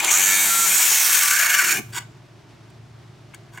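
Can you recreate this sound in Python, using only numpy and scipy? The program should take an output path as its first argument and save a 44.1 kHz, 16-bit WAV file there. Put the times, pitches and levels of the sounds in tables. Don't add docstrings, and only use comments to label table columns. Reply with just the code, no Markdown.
import sys
import numpy as np
from scipy import signal
from scipy.fft import rfft, irfft, next_fast_len
from scipy.io import wavfile
from scipy.ndimage import uniform_filter1d, map_coordinates

SR = 44100
rng = np.random.default_rng(int(sys.argv[2]) if len(sys.argv) > 2 else 0)


def boost(x):
    u = np.asarray(x, float) / 20
    return 10 ** u


def file_out(sig):
    cols = np.atleast_2d(sig).T
    lim = np.clip(cols, -1, 1)
    pcm = np.round(lim * 32767).astype(np.int16)
    wavfile.write(sys.argv[1], SR, pcm)


N = 158760
T_S = np.arange(N) / SR

# time_s, speed_hz
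SPIN_UP = [(0, 74.1), (.1, 81.96), (.16, 89.63), (.23, 95.5), (.33, 96.64), (.5, 97.65), (.66, 96.94)]
# time_s, speed_hz
COAST_DOWN = [(.8, 84), (1.0, 69), (1.22, 44), (1.38, 33), (1.5, 24), (1.62, 18.5), (1.73, 15),
              (1.799, 5.8)]
# time_s, grit_db, bar_vs_grit_db, edge_vs_grit_db
CONTACT = [(0, -15, -10, -2), (.015, -28, -12, -25), (.1, -17, -12.5, -5), (.115, -17.5, -10, -9.5),
           (.19, -23.5, -13, -5.5), (.27, -21, -8.5, -9), (.45, -18.5, -6.5, -10.5), (.64, -18, -16, -13.5),
           (.7, -17.5, -9.5, -13), (.85, -14.5, -18, -13), (1.1, -14, -13.5, -15), (1.25, -16, -5, -12.5),
           (1.42, -20, 2.5, -7), (1.6, -22, 4, -5), (1.7, -20.5, 2, -6), (1.76, -24, 1.5, -5.5),
           (1.79, -36, -16, -2), (1.81, -47.5, -24, -6)]
CONTACT_END = [(1.85, -51.5, -5, -8), (1.92, -53, -10, -8.5), (2, -100, 0, -2)]
# time_s, share_0_1
RIM_REPEAT = [
    (0, 0.05),
    (.18, .25),
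    (.3, .75),
    (.5, .88),
    (.645, .88),
    (.69, .05),
    (.8, 0.0),
]
# rest_hz, width_hz, level_db, waves_round_rim
SPINNING_DISC = [(3140, 64, -17, 1.7), (3360, 110, -11, 1.8), (5504, 170, -1, 2.8), (6000, 59, 7.5, 3),
                 (6280, 120, 4, 5.2), (6593, 77, 2, 2), (6490, 200, -4.5, 1.7), (6980, 77, 10.5, 3.3),
                 (7490, 220, 0.5, 4), (7880, 230, 0.5, 2.6), (8460, 200, -5, 6.6), (8910, 120, -5.5, 5.7)]
# time_s, level_db, widening_factor
DISC_RING = [(0, -4, 1.1), (.104, -4, 1.1), (.112, 0, 1.1), (.62, -.5, 1.1), (.72, -2, 3.5),
             (1.0, -2.5, 4.5), (1.4, -2, 3.5), (1.8, -1.5, 3)]
# centre_hz, width_hz, level_db
BAR = [(694, 34, -10.5), (905, 50, -11), (1164.5, 9.2, 1), (1200, 27, -5), (1477, 140, 3.5), (1603, 79, 10),
       (1716, 170, 3.5), (1783, 20, 2.5), (2120, 68.7, -13.5), (2950, 54, -12.5), (4483, 120, -7)]
# centre_hz, width_hz, level_db
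EDGE = [(2176, 63, 4.5), (2432, 84, 6), (2580, 130, -5), (2890, 140, 2.5), (1757, 110, -11.5)]
# freq_hz, density_db_per_hz
GRIT_HISS = [(300, -52), (900, -12), (3200, -2), (5000, -10), (7400, 0), (11000, -4.5), (13800, -1.5),
             (15800, -5)]
# centre_hz, width_hz, level_db
STILL_DISC = [(3250, 200, -6), (3780, 160, -7), (4550, 200, -8), (5700, 260, -7), (6710, 90, 1),
              (7240, 160, -3), (7750, 160, -4), (8600, 200, -5), (9050, 200, -8)]
# centre_hz, width_hz, level_db
FREE_BAR = [(969, 55, -2), (1150, 60, -6), (1490, 60, 0), (1670, 130, -4), (2000, 70, -4), (2200, 80, 0),
            (2890, 80, -6)]
# start_s, top_s, end_s, grit_db, bar_vs_grit_db
STROKES = [
    (1.92, 1.985, 1.993, -26, -6),
    (1.99, 2.0, 2.05, -45, 0.5),
    (3.515, 3.55, 3.63, -50, 1.5),
    (3.329, 3.338, 3.345, -53.5, 12.5),
]
# time_s, peak_db, bar_vs_disc_db
TAPS = [(0.0455, -6, -14), (0.072, -12, -12), (0.1116, -13, -8), (1.71, -15, -23.5), (2.2592, -57.5, -1),
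        (2.7018, -47, -11), (3.3451, -28, -7.5), (3.4339, -60.5, -4), (3.535, -42.5, 3), (3.5742, -33, 9.5),
        (3.5818, -43.5, 12)]
# multiple_of_turn, start_s, end_s, level_db, blur_rad
MOTOR_TONES = [(2, .18, .76, -46.5, .1), (3, .2, 0.52, -50.5, 0.1), (4, 0.054, 0.8, -51.5, 0.1),
               (14, 0.085, 0.17, -34, 0.41), (14, 0.519, 0.672, -26, 0.12), (14, .27, 0.55, -36, .1),
               (18, 0.16, .5, -38.5, .25), (23, .29, 0.45, -33, 0.242), (25, 0.087, 0.29, -32.5, .7),
               (38, 0.31, 0.52, -34, .4), (76.3, .3, .66, -32, .6), (138, 0, .17, -40, .8),
               (135.4, 0.16, 0.78, -27, 5.3), (92, 0.35, 0.84, -29, 4.2), (92, .68, 1.08, -25.5, 3.6)]
# freq_hz, density_db_per_hz
FAN = [(60, -26.5), (120, -28.5), (300, -11.5), (520, -12.5), (900, -2), (1300, -8), (3300, -5.5),
       (6000, -19.5)]
# centre_hz, width_hz, level_db
BENCH = [(151, 20, -6), (215, 26, 0.5), (283, 40, 0.5), (356, 31, 6.5), (415, 33, 1), (730, 116, -3),
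         (870, 19, -8)]
# time_s, level_db
ENGINE = [(1.78, -44), (1.844, -40), (2.342, -51), (2.742, -46.5), (2.752, -45), (3.6, -48)]
# multiple_of_cycle, level_db
ENGINE_ORDERS = [(8, -34), (12, -13.5), (16, -5.5), (17, -0.5), (20, -2.5), (21, -19.5), (24, -12),
                 (28, -14), (34, -15.5)]
# freq_hz, density_db_per_hz
YARD = [(88, -37), (150, -3), (209, -20.5), (347, -10.5), (483, -21.5), (660, -18.5), (757, -21.5),
        (5530, -35.5), (15800, -56.5)]
# freq_hz, likeness_0_1
NEAR = [(60, 0.51), (180, 0.4), (550, 0.65), (1100, .995), (2200, .96), (4970, .96), (9000, .93),
        (15000, 0.62)]
# freq_hz, likeness_0_1
FAR = [(60, 0.29), (120, .92), (240, 0.76), (600, 0.507), (950, 0.7), (3770, 0.74), (15000, 0.48)]

HIGH_SPOT_S, HIGH_SPOT_TURN = 1.71, 0.008
HIGH_SPOT_DB, HIGH_SPOT_SLOW_DB = 0.5, 3.5
BOUNCE_DB, BOUNCE_S = 5, .23
BITE_S, UNBITTEN_HISS_DB, UNBITTEN_FAN_DB = .108, -11, 6
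RING_DB, SETTLE_S = 4, .2
DISC_DB, HISS_DB, BAR_DB, EDGE_DB, WANDER_DB = -2.5, -2.5, -3.5, -0.16, 2.2
TOUCH_HISS_DB, STILL_DISC_DB, FREE_BAR_DB = -5.5, -4, 2.5
STROKE_KNOCK_DB = -11
TAP_FALL_S = 0.0039
SCRAPE_DB, SCRAPE_LOW_HZ, SCRAPE_HIGH_HZ = -7, 900, 4800
PUFF_S, PUFF_DB, PUFF_FALL_S = 2.487, -55, .04
FAN_DB, FAN_POWER = -31.5, 1
THUD_S, THUD_DB, THUD_FALL_S = 1.785, -21, 0.0061
ROOM_DB, ROOM_T60_S = -14.5, 0.2
HALL_DB, HALL_T60_S = -35.5, .7
DUCKED_DB, DUCKED_AIR_DB, RECOVER_S = -59, -0.5, 1.69
CYCLE_HZ, BEAT_S = 6.69, 3.1
CYCLE_WANDER, ORDER_WANDER_DB, ORDER_SLIP_RAD = .003, 1.2, .2
YARD_DB, RUMBLE_DB = -51, -58.5
NOTCH_HZ, NOTCH_WIDTH_HZ, NOTCH_DB = 513.6, 28.5, -10.5
CUTOFF_HZ = 16050


def rms_one(x):
    return x / np.sqrt(np.mean(x ** 2) + 1e-20)


def in_time(rows):
    time_s, *columns = np.transpose(rows)
    return [np.interp(T_S, time_s, column) for column in columns]


def at_hz(points, hz):
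    table_hz, value = np.array(points).T
    return np.interp(np.log(hz + 1), np.log(table_hz), value)


def colour(x, gain):
    size = next_fast_len(N + SR // 4)
    smooth = gain(np.fft.rfftfreq(size, 1 / SR))
    for _ in range(2):
        smooth = uniform_filter1d(smooth, size=40)
    return irfft(rfft(x, size) * smooth, size)[..., :N]


def band(x, low_hz, high_hz):
    return signal.sosfilt(signal.butter(2, [low_hz, high_hz], "band", fs=SR, output="sos"), x)


def drift(rate_hz):
    r = np.exp(-80 * np.pi * rate_hz / SR)
    slow = signal.lfilter([1], [1, -2 * r, r * r], rng.standard_normal(N // 40 + 2002))[2000:]
    return np.interp(np.arange(N) / 40, np.arange(len(slow)), rms_one(slow))


def resonator(hz, width_hz):
    r = np.exp(-np.pi * width_hz / SR)
    return [(1 - r * r) / 2, 0, (r * r - 1) / 2], [1, -2 * r * np.cos(2 * np.pi * hz / SR), r * r]


def body(x, peaks, wander_db):
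    out, power = 0, 0
    for k, (hz, width_hz, db) in enumerate(peaks):
        b, a = resonator(hz, width_hz)
        drive = x * boost(wander_db * drift(13.6)) + 1e-18
        out = out + (-1) ** k * boost(db) * signal.lfilter(b, a, drive)
        power += boost(2 * db) * np.pi * width_hz / SR
    return out / np.sqrt(power)


def spread(pair, likeness):
    def alike(hz):
        return np.clip(at_hz(likeness, hz), 0, 1)

    mid = colour(pair[0], lambda hz: np.sqrt((1 + alike(hz)) / 2))
    side = colour(pair[1], lambda hz: np.sqrt((1 - alike(hz)) / 2))
    return np.array([mid + side, mid - side])


def steel():
    speed_hz, angle = turns()
    level_db, bend_db, edge_db = in_time(CONTACT + CONTACT_END)
    force = grit(speed_hz, angle) * boost(level_db)
    disc_touch, bar_touch, stroked = touches()

    hiss_power = np.mean(boost(2 * at_hz(GRIT_HISS, np.linspace(0, SR / 2, 500))))
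    hiss_force = force * boost(UNBITTEN_HISS_DB * (T_S < BITE_S)) + boost(TOUCH_HISS_DB) * disc_touch
    hiss = colour(hiss_force, lambda hz: boost(at_hz(GRIT_HISS, hz)) / np.sqrt(hiss_power))

    out = boost(HISS_DB) * hiss
    out += boost(DISC_DB) * spinning_disc(force * boost(RING_DB * settling()), speed_hz)
    out += boost(BAR_DB) * body(force * boost(bend_db), BAR, WANDER_DB)
    out += boost(EDGE_DB) * body(force * boost(edge_db), EDGE, WANDER_DB)
    out += boost(STILL_DISC_DB) * body(disc_touch, STILL_DISC, 1.5)
    out += boost(FREE_BAR_DB) * body(bar_touch, FREE_BAR, 1.8)
    out += boost(STROKE_KNOCK_DB) * body(bar_touch, BENCH, 0)
    return out + motor(angle) + rasp(stroked)


def turns():
    speed_hz, = in_time(SPIN_UP + COAST_DOWN)
    angle = np.cumsum(speed_hz) / SR
    return speed_hz, angle - angle[int(HIGH_SPOT_S * SR)]


def grit(speed_hz, angle):
    share = np.clip(in_time(RIM_REPEAT)[0], 0, 1)
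    rim_spectrum = boost(3 * rng.standard_normal(221)) * np.exp(2j * np.pi * rng.random(221))
    rim = rms_one(irfft(rim_spectrum))
    pattern = map_coordinates(rim, [angle % 1 * len(rim)], order=3, mode="grid-wrap")
    fresh = rms_one(rng.standard_normal(N) * boost(2.1 * rng.standard_normal(N)))

    depth_db = HIGH_SPOT_DB + HIGH_SPOT_SLOW_DB * (1 - speed_hz / speed_hz.max())
    depth_db += BOUNCE_DB * np.exp(-((T_S - BOUNCE_S) / 0.14) ** 2)
    swell = np.cos(2 * np.pi * (angle - HIGH_SPOT_TURN)) + .5 * np.cos(4 * np.pi * angle)
    swell += 0.74 * (1 - share) * drift(40.0)
    grains = np.sqrt(share) * pattern + np.sqrt(1 - share) * fresh
    return grains * boost(depth_db * (swell * 0.65 + 0.5559))


def settling():
    after_s = T_S - BITE_S
    return (after_s > 0) * np.exp(-(after_s / SETTLE_S) ** 2)


def spinning_disc(x, speed_hz):
    ring_db, widen = in_time(DISC_RING)
    out, power = np.zeros(N), 0
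    for k, (hz, width_hz, db, waves) in enumerate(SPINNING_DISC):
        drive = x * boost(db + ring_db + WANDER_DB * drift(8.0)) / np.sqrt(widen)
        state = np.zeros(2)
        for i in range(0, 2 * SR, 512):
            b, a = resonator(hz + waves * speed_hz[i], width_hz * widen[i])
            part, state = signal.lfilter(b, a, drive[i:i + 512], zi=state)
            out[i:i + 512] += (-1) ** k * part
        power += boost(2 * db) * np.pi * width_hz / SR
    return out / np.sqrt(power)


def touches():
    disc, bar = np.zeros(N), np.zeros(N)
    for start_s, top_s, end_s, db, bar_db in STROKES:
        shape = np.interp(T_S, [start_s, start_s + .008, top_s, end_s], [0, .25, 1, 0]) * boost(db)
        disc = disc + shape
        bar = bar + shape * boost(bar_db)
    grains = rms_one(rng.standard_normal(N) * boost(3 * drift(200.0)))
    disc, bar = grains * disc, grains * bar
    stroked = bar * (T_S < 3)

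    tap_noise = rng.standard_normal(N)
    for tap_s, db, bar_db in TAPS:
        fall = (T_S > tap_s) * np.exp(-np.maximum(T_S - tap_s, 0) / TAP_FALL_S)
        hit = fall * boost(db - 4.0) * tap_noise
        disc = disc + hit
        bar = bar + hit * boost(bar_db)
    return disc, bar, stroked


def rasp(stroked):
    t = T_S - PUFF_S
    puff = np.clip(t / 0.0071, 0, 1) * np.exp(-np.abs(t) / PUFF_FALL_S)
    brush = boost(PUFF_DB) * puff * rng.standard_normal(N)
    return 2 * band(boost(SCRAPE_DB) * stroked + brush, SCRAPE_LOW_HZ, SCRAPE_HIGH_HZ)


def motor(angle):
    out = np.zeros(N)
    for multiple, start_s, end_s, db, blur_rad in MOTOR_TONES:
        edges_s = [start_s - .03, start_s + .015, end_s - .02, end_s + .012]
        gate = np.interp(T_S, edges_s, [0, 1, 1, 0])
        phase = 2 * np.pi * round(multiple) * angle + blur_rad * drift(130.0)
        out += boost(db + 1.3 * drift(20.0)) * gate * np.sqrt(2) * np.sin(phase)
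    return out


def fan():
    speed_hz, _ = turns()
    noise = rms_one(colour(rng.standard_normal((2, N)), lambda hz: boost(at_hz(FAN, hz))))
    alive = T_S < COAST_DOWN[-1][0]
    level_db = FAN_DB + UNBITTEN_FAN_DB * np.exp(-(T_S / 0.21) ** 4) + 1.7 * drift(41.0)
    level = boost(level_db) * alive * (speed_hz / speed_hz.max()) ** FAN_POWER
    return level * (noise + .5 * noise[::-1])


def thud():
    t = T_S - THUD_S
    push = np.where(t > 0, np.exp(-np.abs(t) / THUD_FALL_S), 0.24 * np.exp(-np.abs(t) / 0.11))
    return boost(THUD_DB) * body(push * rng.standard_normal(N), BENCH, 0)


def room(x):
    t = np.arange(int(.6 * SR)) / SR
    fall = boost(-60 * t / ROOM_T60_S) + boost(HALL_DB - ROOM_DB - 60 * t / HALL_T60_S)
    tail = rng.standard_normal((2, len(t))) * fall * (t > .006)
    tail = signal.lfilter([.5], [1, -.5], tail)
    return signal.fftconvolve(x[None], tail / np.sqrt(np.sum(tail ** 2) / 2), axes=1)[:, :N]


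def yard():
    level_db, = in_time([(0, DUCKED_DB), (RECOVER_S, DUCKED_DB)] + ENGINE)
    duck_db, = in_time([(RECOVER_S, DUCKED_AIR_DB), (RECOVER_S + .1, 0)])
    cycles = np.cumsum(CYCLE_HZ * (1 + CYCLE_WANDER * drift(0.11))) / SR
    cycles = cycles - cycles[int(BEAT_S * SR)]
    engine = np.zeros(N)
    for multiple, db in ENGINE_ORDERS:
        phase = 2 * np.pi * round(multiple) * cycles + ORDER_SLIP_RAD * drift(2.7)
        engine += boost(db + ORDER_WANDER_DB * drift(1.6)) * np.cos(phase)

    def air_gain(hz):
        return boost(at_hz(YARD, hz)) * (hz / 150) ** 2 / (1 + (hz / 150) ** 2)

    air = rms_one(colour(rng.standard_normal((2, N)), air_gain))
    rumble = rms_one(band(rng.standard_normal((2, N)), 35, 200))
    noise = boost(YARD_DB + .5 * drift(10)) * air + boost(RUMBLE_DB) * rumble
    return boost(level_db) * rms_one(engine) + spread(boost(duck_db) * noise, FAR)


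def scene():
    near = steel() + thud()
    bench = spread([near, near * drift(45.0)], NEAR)
    return bench + boost(ROOM_DB) * room(near) + fan() + yard()


def low_pass(x):
    return signal.sosfilt(signal.butter(12, 16000, fs=SR, output="sos"), x)


def record(dry):
    notched = colour(dry, lambda hz: boost(NOTCH_DB * np.exp(-((hz - NOTCH_HZ) / NOTCH_WIDTH_HZ) ** 2)))
    limited = .9 * np.tanh(notched / .9)
    top_cut = signal.ellip(10, .5, 60, CUTOFF_HZ + 250, fs=SR, output="sos")
    finished = signal.sosfilt(top_cut, limited)
    return low_pass(finished)


dry = scene()
out = record(dry)
file_out(out)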